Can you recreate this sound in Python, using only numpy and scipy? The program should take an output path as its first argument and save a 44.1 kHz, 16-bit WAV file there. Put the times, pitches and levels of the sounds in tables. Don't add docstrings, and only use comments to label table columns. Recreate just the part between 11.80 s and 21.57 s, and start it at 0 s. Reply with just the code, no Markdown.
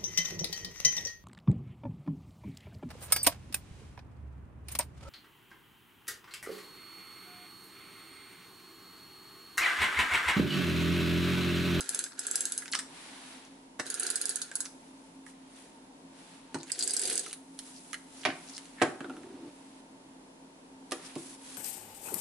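import sys
import numpy as np
from scipy import signal
from scipy.fft import rfft, irfft, next_fast_len
from scipy.io import wavfile
from scipy.ndimage import uniform_filter1d, map_coordinates

SR = 44100
rng = np.random.default_rng(int(sys.argv[2]) if len(sys.argv) > 2 else 0)


def wav_record(signal):
    frames = np.transpose(np.atleast_2d(signal))
    bounded = np.clip(frames, -1, 1)
    quanta = np.round(bounded * 32767).astype(np.int16)
    wavfile.write(sys.argv[1], SR, quanta)


def volts_from_decibels(level):
    exponent = np.asarray(level, float) / 20
    return 10 ** exponent


N = 430857

# frequency_hz, density_db (per Hz)
AIR_SPECTRUM = [(15, -57.5), (25, -25), (46, -26), (60, -36), (135, -21), (166, -21), (269, -8.5),
                (290, -11), (405, -18.5), (448, -17), (509, -18), (827, -20), (916, -16), (1210, -27),
                (11200, -37.5), (14600, -89), (22000, -120)]
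# frequency_hz, correlation (-1 to 1)
AIR_LIKENESS = [(60, 1), (130, 0.828), (270, 0.95), (580, 0.385), (1230, -0.18), (2600, -0.37),
                (5540, -0.21), (11800, -0.137)]
# pitch_hz, level_db, flutter_db
MOTOR_LINES = [(37, -74, -1), (122.6, -100, 3), (171, -69.5, 4), (267, -56.5, 2.5), (634, -89, 0.5),
               (902, -73, 5.5)]
# frequency_hz, t60_s, left-right correlation (0 to 1)
ROOM_DECAY = [(200, 0.39, 1), (1000, 0.43, 0.64), (2860, 0.31, 0.296), (10000, 0.35, 0.026)]
# delay_s, level_db
REFLECTIONS = [(.0031, -14.5), (.0052, -18.5), (.0085, -15.5), (0.011, -21)]

# pitch_hz, width_hz, level_db
DESK_MODES = [(114, 45, -8), (153.8, 20, 0.5), (272.3, 27.8, 2.5), (336.7, 10.9, 2.5), (374, 30.1, -4),
              (499, 58, -6.5), (600, 35, -4.5), (755, 37.2, 4), (887, 38, 0), (1073, 170, -6),
              (1428, 27, -3), (1524, 34, -1), (1900, 71, -17)]
# pitch_hz, level_db
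CASE_MODES = [(1250, 2), (1400, -0.5), (1670, -0.5), (1900, -1), (2060, 0.5), (3030, 2), (4200, 7),
              (5000, -1), (6500, -2.5)]
# pitch_hz, width_hz, level_db
SHELL_MODES = [
    [(4200, 1860, -12), (5210, 250, -16.5), (6417, 260, -9), (7780, 380, -4), (8500, 290, -12),
     (9370, 940, -8), (10677, 880, -4.5)],
    [(4246, 1020, -11), (5030, 480, -13.5), (6632, 420, -6.5), (7760, 395, -8), (8620, 390, -6),
     (9820, 510, -2.5), (10840, 1400, -3)],
    [(4200, 880, -12), (4876, 610, -7.5), (6454, 490, -8.5), (7500, 650, -9), (8170, 310, -2),
     (9210, 660, -5), (10430, 1040, -5)],
]
# frequency_hz, left_right_db
SHELL_BEAM = [
    [(4500, 3), (6500, 2.5), (8000, 0), (10000, -0.5)],
    [(4500, 3), (6500, 0), (8000, 0.5), (10000, -2)],
    [(4500, 2), (6500, 5), (8000, 4.5), (10000, 0.5)],
]
# case_knock_db, left_right_db, left_right_scatter_db
GRIPS = [
    (-44.5, -2.5, 3),
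    (-43.5, -7, 2.5),
    (-49, -12, 4.5),
]
TICK_SCATTER_DB = [-32.5, -26.5, -24.5]
GRIP_CHANGES_S = [1.5, 4]

# start_s, hold_s, fade_s (per 20 dB), body_db, hiss_over_body_db
SLIDES = [(1.166, 0.37, 0.34, -51.5, 0.5), (2.997, 0.202, 0.57, -69, 7.5), (3.48, 0.02, 0.06, -63.5, 11.5),
          (3.54, 0.083, 1, -67, -10), (3.766, 0.043, 0.3, -60, 6.5), (4.392, 0.162, 0.23, -59.5, 2.5),
          (4.735, .01, 1.2, -64, -7), (5.84, 0.15, 0.5, -64.5, 13), (5.873, 0.0092, 0.16, -59, 14.5),
          (6.114, 0.009, 0.21, -63.5, 11.5), (6.369, 0.064, 0.3036, -58, 7), (6.565, 0.14, 0.2, -57.5, 5),
          (6.726, 0.0066, 0.4, -62, 11.5), (6.82, 0.25, 1, -62.5, 5), (7.336, 0.67, -0.7, -65.5, 2),
          (9.135, 0.042, 0.05, -65, 7), (9.249, 0.01, 0.28, -52, 4), (9.382, 0.17, 0.03, -59, 12.5),
          (9.67, 0.13, 0.2934, -55.5, 11.5)]
# start_s, hold_s, fade_s (per 20 dB), level_db
ROCKS = [
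    (7.08, 0.0126, 0, -58),
    (7.23, 0.47, -0.01, -47.5),
]
# frequency_hz, level_db
SLIDE_BODY = [(300, -46), (700, -4.5), (1100, -5), (2500, -5), (4000, -6.5), (7000, -16.5), (12000, -20.5)]
# frequency_hz, level_db
SLIDE_HISS = [(1500, -28), (3000, -9), (5000, -6), (7000, -4), (9000, -0.5), (11000, -1)]
# centre_s, length_s, level_db, centre_hz
PAPER_SCUFFS = [(0.334, 0.13, -59, 1530), (0.334, 0.084, -58.5, 4420), (4.813, .05, -55, 4500),
                (4.904, 0.0161, -45, 2130), (5.46, 0.035, -53, 3500), (5.885, .07, -66, 9000),
                (5.967, 0.056, -56, 5140), (6.42, 0.128, -56, 5480), (6.692, 0.048, -51, 5730),
                (6.758, 0.046, -45.5, 5200), (7.019, 0.07, -44.5, 1830), (9.26, 0.0283, -48, 5420)]

# start_s, peak_db, centre_hz, snap_db, t60_s
CASE_CONTACTS = [(.821, -38.5, 1430, -9.5, 0.028), (0.9347, -23.5, 2016, -19.5, 0.018),
                 (0.9488, -27, 1400, -11, 0.0088), (0.9948, -36, 1600, -23, 0.012),
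                 (2.858, -42, 1470, -9.5, 0.0094), (3.464, -43.5, 1660, -13, 0.032),
                 (5.0961, -36.5, 1510, -2, 0.0089), (5.463, -40.5, 1520, -7, 0.018),
                 (5.79, -34, 2455, -5.5, 0.024), (6.131, -31.5, 1900, -8, 0.02),
                 (6.142, -30, 2120, -15, 0.0326), (6.434, -35, 2100, -34, 0.017),
                 (7.3247, -55.5, 1456, -12, 0.025), (7.433, -45.5, 1260, -18.5, 0.0155)]
# start_s, peak_db, centre_hz, snap_db, t60_s
PAPER_CONTACTS = [(0.8578, -40, 1580, 0.5, 0.0106), (.88, -39.5, 1615, -3.5, .012),
                  (.9347, -17, 7500, -26.5, .004), (.9465, -27, 8500, -16, 0.0074),
                  (0.9516, -25.5, 1284, -16.5, 0.0049), (0.9525, -21.5, 3120, -6.5, 0.0068),
                  (0.9765, -34, 9000, -7.5, .006), (0.988, -24, 8500, -10.5, 0.0065),
                  (0.9907, -23, 8370, -14, 0.0104), (0.9916, -30.5, 1900, -0.5, 0.008),
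                  (0.9957, -28, 8300, -6, .005), (1.6506, -58, 902, 6.5, .005),
                  (2.715, -27.5, 7670, -14.5, 0.006), (2.7157, -35, 1638, -30, .04),
                  (2.8546, -28, 6230, -17.5, 0.0055), (2.8586, -35, 4470, -3, 0.0085),
                  (4.7868, -42, 4500, -10, .008), (4.832, -41, 7000, -1, .006),
                  (4.95, -32, 4500, -22, .006), (4.872, -55, 4820, -8, .005),
                  (5.438, -47, 4480, -14.5, .012), (5.459, -43.5, 9500, -15.5, .005),
                  (5.4845, -45, 9600, -22, .006), (5.506, -43.5, 4500, -10, .004),
                  (5.5079, -39, 4200, -12.5, .006), (5.511, -37.5, 2960, -8, 0.0084),
                  (5.5203, -34, 9000, -24, .004), (5.529, -27, 9430, -13.5, .004),
                  (5.53, -21, 9500, -15, 0.0052), (5.5364, -30, 10000, -11.5, .004),
                  (6.44, -33.5, 3400, -25, .008), (6.7799, -36, 4300, 0, .005),
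                  (6.856, -49, 2130, 3.5, .005), (7.368, -42.5, 1300, -11.5, .005),
                  (9.1111, -45.5, 2200, 4.5, 0.0145)]
# start_s, peak_db
PEEL_CLICKS = [(0.917, -26), (0.921, -25.5), (0.9246, -24.5), (0.9269, -20.5), (0.9309, -29.5)]
# start_s, peak_db, centre_hz, snap_db
KNOCK_CLACKS = [(1.9928, -42, 1400, -7), (1.9974, -24.5, 1610, -11), (4.7446, -32, 1500, -6.5),
                (4.754, -34.5, 910, -28), (6.4517, -14, 2200, -23.5), (6.4577, -19.5, 2256, -28.5),
                (6.469, -25, 2250, -32), (6.49, -32, 2470, -34), (6.502, -27.5, 1970, -36.5),
                (7.0171, -16.5, 1900, -24), (7.0218, -15, 1500, -19.5), (7.206, -32, 1420, -23),
                (7.2447, -35.5, 1390, -27), (7.2974, -39, 1368, -16), (9.1195, -25, 1380, -10.5),
                (9.121, -36.5, 2930, -5), (9.3549, -42, 2640, -6), (9.36, -42.5, 1052, -13)]
# start_s, peak_db, centre_hz, loss_db (one octave away), t60_s
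DESK_THUDS = [(1.9951, -30, 414, 3, 0.012), (4.745, -31, 318, 7, 0.0087), (4.7555, -37.5, 161, 11, 0.009),
              (6.4512, -21.5, 590, 1.5, 0.037), (6.4577, -20.5, 760, 9, 0.025),
              (6.466, -30.5, 310, 6, 0.047), (6.485, -28, 307, 0, 0.022),
              (7.0166, -13.5, 353.5, 6.5, 0.0052), (7.0255, -22.5, 600, -0.5, 0.0099),
              (7.0315, -20, 760, 15, 0.0072), (7.044, -29, 337, 14, 0.012), (7.207, -33, 282, 5, 0.014),
              (7.2435, -37, 280, 6, 0.017), (7.297, -34.5, 400, 6.5, 0.0226),
              (9.1189, -30, 380, 7.5, 0.021), (9.361, -29, 238.3, 6, 0.01)]

# time_s, pressure_db
TIP_PRESSURE = [
    [(0.0, -50), (0.208, -48), (0.27, -53)],
    [(0.39, -51.5), (0.572, -48), (0.818, -56.5), (0.9, -62)],
    [(2.03, -97), (2.058, -51.5), (2.17, -49), (2.244, -45.5), (2.616, -52.5), (2.712, -60), (2.836, -56),
     (2.88, -65)],
    [(4.88, -55), (4.98, -51), (5.2, -49), (5.322, -41.5), (5.41, -53), (5.5, -56)],
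]
# start_s, peak_db, tilt_db (per octave)
FIRST_TICKS = [(0.0074, -11.5, -3), (0.0918, -9, 1), (0.1467, -11, -3), (0.191, -10, -4), (0.24, -14.5, -5),
               (0.3921, -13.5, 6.5), (0.4364, -28.5, -8.5), (0.4678, -11, -0.5), (0.5123, -12, 8),
               (0.5562, -7.5, -0.5), (0.607, -11.5, 0.5), (0.654, -10, 0), (0.7214, -11.5, 0),
               (0.7778, -11.5, -3.5)]
# start_s, peak_db, tilt_db (per octave)
SECOND_TICKS = [(2.0654, -21, -8), (2.1014, -12.5, -1), (2.142, -13, 0.5), (2.1973, -11, 1.5),
                (2.232, -12, 0), (2.266, -13.5, 1), (2.3022, -11.5, 0), (2.3567, -11.5, 1.5),
                (2.414, -11.5, -3), (2.4551, -9, 4), (2.493, -10, -2.5), (2.508, -21, -11),
                (2.558, -12.5, 1), (2.617, -12.5, 0), (2.7383, -38.5, -2), (2.7545, -11, 0),
                (2.805, -11, 8)]
# start_s, peak_db, tilt_db (per octave)
THIRD_TICKS = [(4.899, -32, 0), (4.9183, -15, 5), (4.968, -40.5, 12), (4.991, -13, 6),
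               (5.008, -16.5, -11.5), (5.025, -12.5, -8.5), (5.0367, -13, 7), (5.0759, -14.5, 0.5),
               (5.0953, -21, -7), (5.1076, -15, -3), (5.1359, -11.5, -2), (5.166, -11, 0), (5.1943, -12, 3),
               (5.2161, -14, 1), (5.235, -15.5, -2), (5.254, -13.5, 0), (5.275, -14.5, -1),
               (5.2994, -13, 1), (5.328, -12, 1), (5.355, -13, 0), (5.3777, -16, -2), (5.3938, -14.5, 1)]


def unit(x):
    return x / np.sqrt(np.mean(x ** 2) + 1e-20)


def peak(x):
    return x / np.max(np.abs(x))


def along(points, hz):
    f, v = np.transpose(points)
    return np.interp(np.log(hz + 1), np.log(f + 1), v)


def spectrum(points):
    return lambda hz: volts_from_decibels(along(points, hz))


def wobble(rate):
    knots = rng.standard_normal(int(N * rate / SR) + 4)
    return map_coordinates(knots, [np.arange(N) * rate / SR])


def filtered(x, response):
    n = x.shape[-1]
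    m = next_fast_len(n + 8192)
    return irfft(rfft(x, m) * response(np.fft.rfftfreq(m, 1 / SR)), m)[..., :n]


def resonances(modes):
    def response(f):
        total = 0
        for k, (centre, width, db) in enumerate(modes):
            damping = 1j * f * width
            total = total + (-1) ** k * volts_from_decibels(db) * damping / (centre * centre - f * f + damping)
        return total
    return response


def rush(response, alike, grain_db=0):
    grain = volts_from_decibels(2 * grain_db * np.tanh(wobble(250) / 2))
    pair = rng.standard_normal((2, N)) * grain

    def mid_side(hz):
        turn = np.arccos(np.clip(along(alike, hz), -1, 1)) / 2
        return response(hz) * np.array([np.cos(turn), np.sin(turn)])
    mid, side = filtered(pair, mid_side)
    return unit(np.array([mid + side, mid - side]))


def swells(rows, rise):
    t, power = np.arange(N) / SR, np.zeros(N)
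    for s, hold, fade, db in rows:
        fade = max(fade, .01)
        a, b = int(max(s - 3 * rise * fade, 0) * SR), int((s + hold + 3 * fade) * SR)
        now = t[a:b]
        outside = np.maximum(np.maximum((s - now) / rise, now - s - hold), 0)
        power[a:b] += volts_from_decibels(2 * (db - 20 * outside / fade))
    return np.sqrt(power)


def add(out, s, sound, pan_db, near_db, wet_db):
    hz, t, z = signal.stft(rng.standard_normal((2, SR // 4)), SR, nperseg=128)
    band, t60, alike = np.transpose(ROOM_DECAY)
    turn = np.arccos(np.clip(along(np.c_[band, alike], hz), -1, 1))[:, None] / 2
    mid, side = np.cos(turn) * z[0], np.sin(turn) * z[1]
    z = np.array([mid + side, mid - side])
    scatter = volts_from_decibels(near_db + along([(4500, 3), (8000, 0)], hz)[:, None] - 60 * t / .05)
    reverberation = volts_from_decibels(wet_db - 60 * t / along(np.c_[band, t60], hz)[:, None])
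    tail = signal.istft(z * (scatter + reverberation), SR, nperseg=128)[1]
    path = np.pad(tail, ((0, 0), (75, 0)))
    for delay, db in REFLECTIONS:
        path[:, int(delay * rng.normal(1, .03) * SR)] += volts_from_decibels(db)
    path[0, 1] += volts_from_decibels(pan_db / 2)
    path[1, 0] += volts_from_decibels(-pan_db / 2)
    heard = signal.fftconvolve(np.atleast_2d(sound), path, axes=1)
    at = round(s * SR)
    out[:, at:at + heard.shape[1]] += heard


def background(duck):
    t = np.arange(N) / SR
    hum = 0
    for hz, db, flutter_db in MOTOR_LINES:
        level = volts_from_decibels(db + 1 + flutter_db * wobble(24))
        hum = hum + level * np.sin(2 * np.pi * hz * t + 0.007 * hz * wobble(5.5))
    hum = hum + volts_from_decibels(-81.5) * np.array([wobble(90), wobble(90)])
    color = lambda hz: volts_from_decibels(along(AIR_SPECTRUM, hz) + along([(6000, 0), (11000, 3)], hz))
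    air = volts_from_decibels(-56 + .6 * wobble(2.5)) * rush(color, AIR_LIKENESS)
    low = filtered(air, lambda hz: 1 / (1 + (hz / 1100) ** 4))
    return duck * (hum + low) + air - low


def hands():
    rise = 0.63
    body = swells([row[:4] for row in SLIDES], rise) * volts_from_decibels(0.63 * wobble(6.7))
    hiss_rows = [(s, hold, fade, db + hiss_db) for s, hold, fade, db, hiss_db in SLIDES]
    hiss = swells(hiss_rows, rise) * volts_from_decibels(1.1 * wobble(7.6))
    rock = swells(ROCKS, 0.097) * volts_from_decibels(1.7 * wobble(30))
    body = body * rush(spectrum(SLIDE_BODY), [(1000, 0.37), (4000, 0.087)], grain_db=1.0)
    hiss = hiss * rush(spectrum(SLIDE_HISS), [(5000, 0.053)], grain_db=1.5)
    rock = rock * rush(resonances(DESK_MODES[2:5]), [(300, 0.992)])
    return body + hiss + rock


def scuffs():
    out, t = np.zeros((2, N)), np.arange(N) / SR
    grit = rush(np.ones_like, [(3000, 0.21)], grain_db=5.0)
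    for s, length, db, hz in PAPER_SCUFFS:
        a, b = round((s - length) * SR), round((s + length) * SR)
        resonance = resonances([(hz, .5 * hz, 0)])
        band = filtered(grit[:, a:b], lambda f: resonance(f) ** 2)
        out[:, a:b] += volts_from_decibels(db) * unit(band) * np.exp(-4.5 * ((t[a:b] - s) / length) ** 2)
    return out


def clack(t, centre_hz, snap_db, t60, width):
    rattle = lambda life: rng.standard_normal(len(t)) * volts_from_decibels(-60 * t / max(life, .003))
    ring = resonances([(centre_hz, width * centre_hz, 0), (2.52 * centre_hz, centre_hz, -15)])

    def body(f):
        soft = (1 + 1j * f / (1.83 * centre_hz)) ** 2
        return ring(f) / soft * f / (f - .4j * centre_hz)
    blow = rattle(t60)
    blow[0] = 15
    snap = filtered(rattle(.5 * t60), resonances([(7040, 17000, 0)]))
    return peak(filtered(blow, body)) + volts_from_decibels(snap_db + 14.0) * peak(snap)


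def case_tap(t, centre_hz, snap_db, t60):
    touch = 0.33 * rng.standard_normal(len(t)) * volts_from_decibels(-60 * t / (0.12 * t60))
    touch[3] = 1
    modes = []
    for hz, db in CASE_MODES:
        width = np.log(1000) / np.pi / t60 * hz / 1500
        modes.append((hz, width, db - 16 * np.log2(hz / centre_hz) ** 2))
    snap = np.diff(rng.standard_normal(len(t)), prepend=0) * volts_from_decibels(-60 * t / (0.685 * t60))
    return peak(filtered(touch, resonances(modes))) + volts_from_decibels(snap_db + 18.5) * peak(snap)


def thud(t, centre_hz, loss_db, t60):
    push = 0.1147 * rng.standard_normal(len(t)) * volts_from_decibels(-60 * t / max(t60, .003))
    push[0] = 1
    modes = [(hz, w, db - loss_db * np.log2(hz / centre_hz) ** 2) for hz, w, db in DESK_MODES]
    return peak(filtered(push, resonances(modes)))


def taps():
    out, t = np.zeros((2, N + SR)), np.arange(SR // 4) / SR
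    peel = []
    for s, db in PEEL_CLICKS:
        pitch_hz = 10300 / 2 ** (124 * (s - PEEL_CLICKS[0][0]))
        peel.append((s, db, pitch_hz, -30, 0.0034))
    for s, db, centre_hz, snap_db, t60 in CASE_CONTACTS:
        sound = volts_from_decibels(db) * case_tap(t, centre_hz, snap_db, t60)
        add(out, s, sound, pan_db=-8.5, near_db=-28.0, wet_db=-39.0)
    for s, db, centre_hz, snap_db, t60 in list(PAPER_CONTACTS) + peel:
        sound = volts_from_decibels(db) * clack(t, centre_hz, snap_db, t60, width=0.12)
        add(out, s, sound, pan_db=-1.5, near_db=-33.5, wet_db=-37.0)
    for s, db, centre_hz, snap_db in KNOCK_CLACKS:
        effort = volts_from_decibels(.5 * (db + 15.5))
        t60, width = 0.01 + 0.036 * effort, 0.11 + 0.2 * effort ** 2
        sound = volts_from_decibels(db) * clack(t, centre_hz, snap_db, t60, width)
        add(out, s, sound, pan_db=-7.5, near_db=-28, wet_db=-33.5)
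    for s, db, centre_hz, loss_db, t60 in DESK_THUDS:
        sound = volts_from_decibels(db) * thud(t, centre_hz, loss_db, t60)
        add(out, s, sound, pan_db=-.6, near_db=-39.5, wet_db=-37)
    return out[:, :N]


def tip_pressure():
    t = np.arange(N) / SR
    out = 0
    for rows in TIP_PRESSURE:
        s, db = np.transpose(rows)
        fade = np.clip(np.minimum(t - s[0], s[-1] - t) / .03 + 1, 0, 1)
        out = out + fade * volts_from_decibels(np.interp(t, s, db))
    return out


def tape_speed():
    ticks = FIRST_TICKS + SECOND_TICKS + THIRD_TICKS
    s = np.array([s for s, db, _ in ticks if db > -24])
    octaves = np.clip(-np.log2(np.diff(s) * 22), -1, 2)
    speed = np.interp(np.arange(N) / SR, s[1:] - np.diff(s) / 2, octaves)
    return uniform_filter1d(speed, size=int(.07 * SR))


def drag():
    t = np.arange(N) / SR
    rasp, fast = tip_pressure(), tape_speed()
    rumble = rasp * volts_from_decibels(-8 + 4.5 * fast)
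    fizz = (rasp * volts_from_decibels(50.5)) ** 0.9 * volts_from_decibels(-45.5 + 4.5 * fast)
    loose = resonances([(1400, 84.5, -3.5), (1656, 118, -2.0), (3600, 3700, -15.5)])
    gripped = resonances([(1410, 360, -1.6), (3110, 3600, -1.4)])
    loose = rush(loose, [(1500, 0.564)], grain_db=4.0)
    gripped = rush(gripped, [(1500, 0.71)], grain_db=4.0)
    case = np.where(t < 4, loose, gripped)
    desk = resonances([(386, 136.5, -0.5), (565, 290, -9.5), (699, 45.7, -3.5)])
    desk = rush(desk, [(500, 0.95)], grain_db=1.5)
    shells = []
    for modes in SHELL_MODES:
        damped = resonances([(hz, 2.4 * w, 0.48 * db) for hz, w, db in modes])
        shells.append(rush(damped, [(5000, 0.32), (10000, 0.085)], grain_db=3))
    shell = np.choose(np.digitize(t, GRIP_CHANGES_S), shells)
    return rasp * volts_from_decibels([[-2.5], [2.5]]) * case + rumble * desk + fizz * shell * volts_from_decibels(-3.0)


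def shell_ring(t, stroke, tilt_db, phases, ports):
    side = np.array([[.5], [-.5]])
    ring = 0
    for (hz, width, level), phase, port in zip(SHELL_MODES[stroke], phases, ports):
        beam_db = side * along(SHELL_BEAM[stroke], hz)
        level_db = level + tilt_db * np.log2(hz / 7500) + beam_db + 1.5 * rng.normal()
        turns = hz * rng.normal(1, 0.0067) * t + phase + side * port + 0.12 * rng.normal()
        ring = ring + volts_from_decibels(level_db) * width * np.exp(-np.pi * width * t) * np.sin(2 * np.pi * turns)
    return ring * (1 - np.exp(-t / 0.00022)) ** 2


def ratchet():
    out, t = np.zeros((2, N + SR)), np.arange(SR // 16) / SR
    for stroke, ticks in enumerate([FIRST_TICKS, SECOND_TICKS, THIRD_TICKS]):
        knock_db, pan_db, scatter_db = GRIPS[stroke]
        phases, ports = np.arange(7) / 2, 0.1 * rng.standard_normal(7)
        for s, db, tilt_db in ticks:
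            pawl = 0.17 * rng.standard_normal(len(t)) * volts_from_decibels(-60 * t / 0.0045)
            rebound_at = int(rng.uniform(.0008, .0018) * SR)
            pawl[[4, rebound_at]] += [1, 0.56]
            ring = shell_ring(t, stroke, tilt_db, phases, ports)
            tick = signal.fftconvolve(pawl[None], ring, axes=1)[:, :len(t)]
            knock_level = volts_from_decibels(knock_db + 2.5 * rng.normal() - 60 * t / 0.024)
            knock = np.sin(2 * np.pi * rng.normal(1548, 88) * t) * knock_level
            sound = volts_from_decibels(db - 3.5) * peak(tick) + volts_from_decibels(0.5 * (db + 14.0)) * knock
            pan = pan_db + scatter_db * rng.normal()
            add(out, s, sound, pan, TICK_SCATTER_DB[stroke], wet_db=-36.5)
    return out[:, :N]


def scene():
    roller = ratchet() + drag()
    power = uniform_filter1d(np.mean(roller ** 2, 0), size=9000)
    loud_db = 10 * np.log10(np.abs(power) + 1e-12)
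    duck = volts_from_decibels(-.3 * np.clip(loud_db + 50.5, 0, None))
    return roller + taps() + hands() + scuffs() + background(duck)


def roll_off(x):
    return signal.sosfilt(signal.butter(12, 15200, fs=SR, output="sos"), x)


def record(dry):
    top_hz = 11024
    bass_cut = spectrum([(20, -8.5), (70, 0.0), (105, 0.5)])
    splash = spectrum([(top_hz, -6), (11300, -16), (12400, -25), (16000, -34)])
    inside = filtered(dry, lambda hz: bass_cut(hz) * (hz < top_hz))
    beyond = filtered(dry, lambda hz: splash(hz) * (hz >= top_hz))
    slope = uniform_filter1d(np.abs(np.gradient(inside, axis=1)), size=100, axis=1)
    sudden = np.clip(slope / .025, 0, 1) ** 2
    return roll_off(inside + sudden * beyond)


dry = scene()
out = record(dry)
wav_record(out)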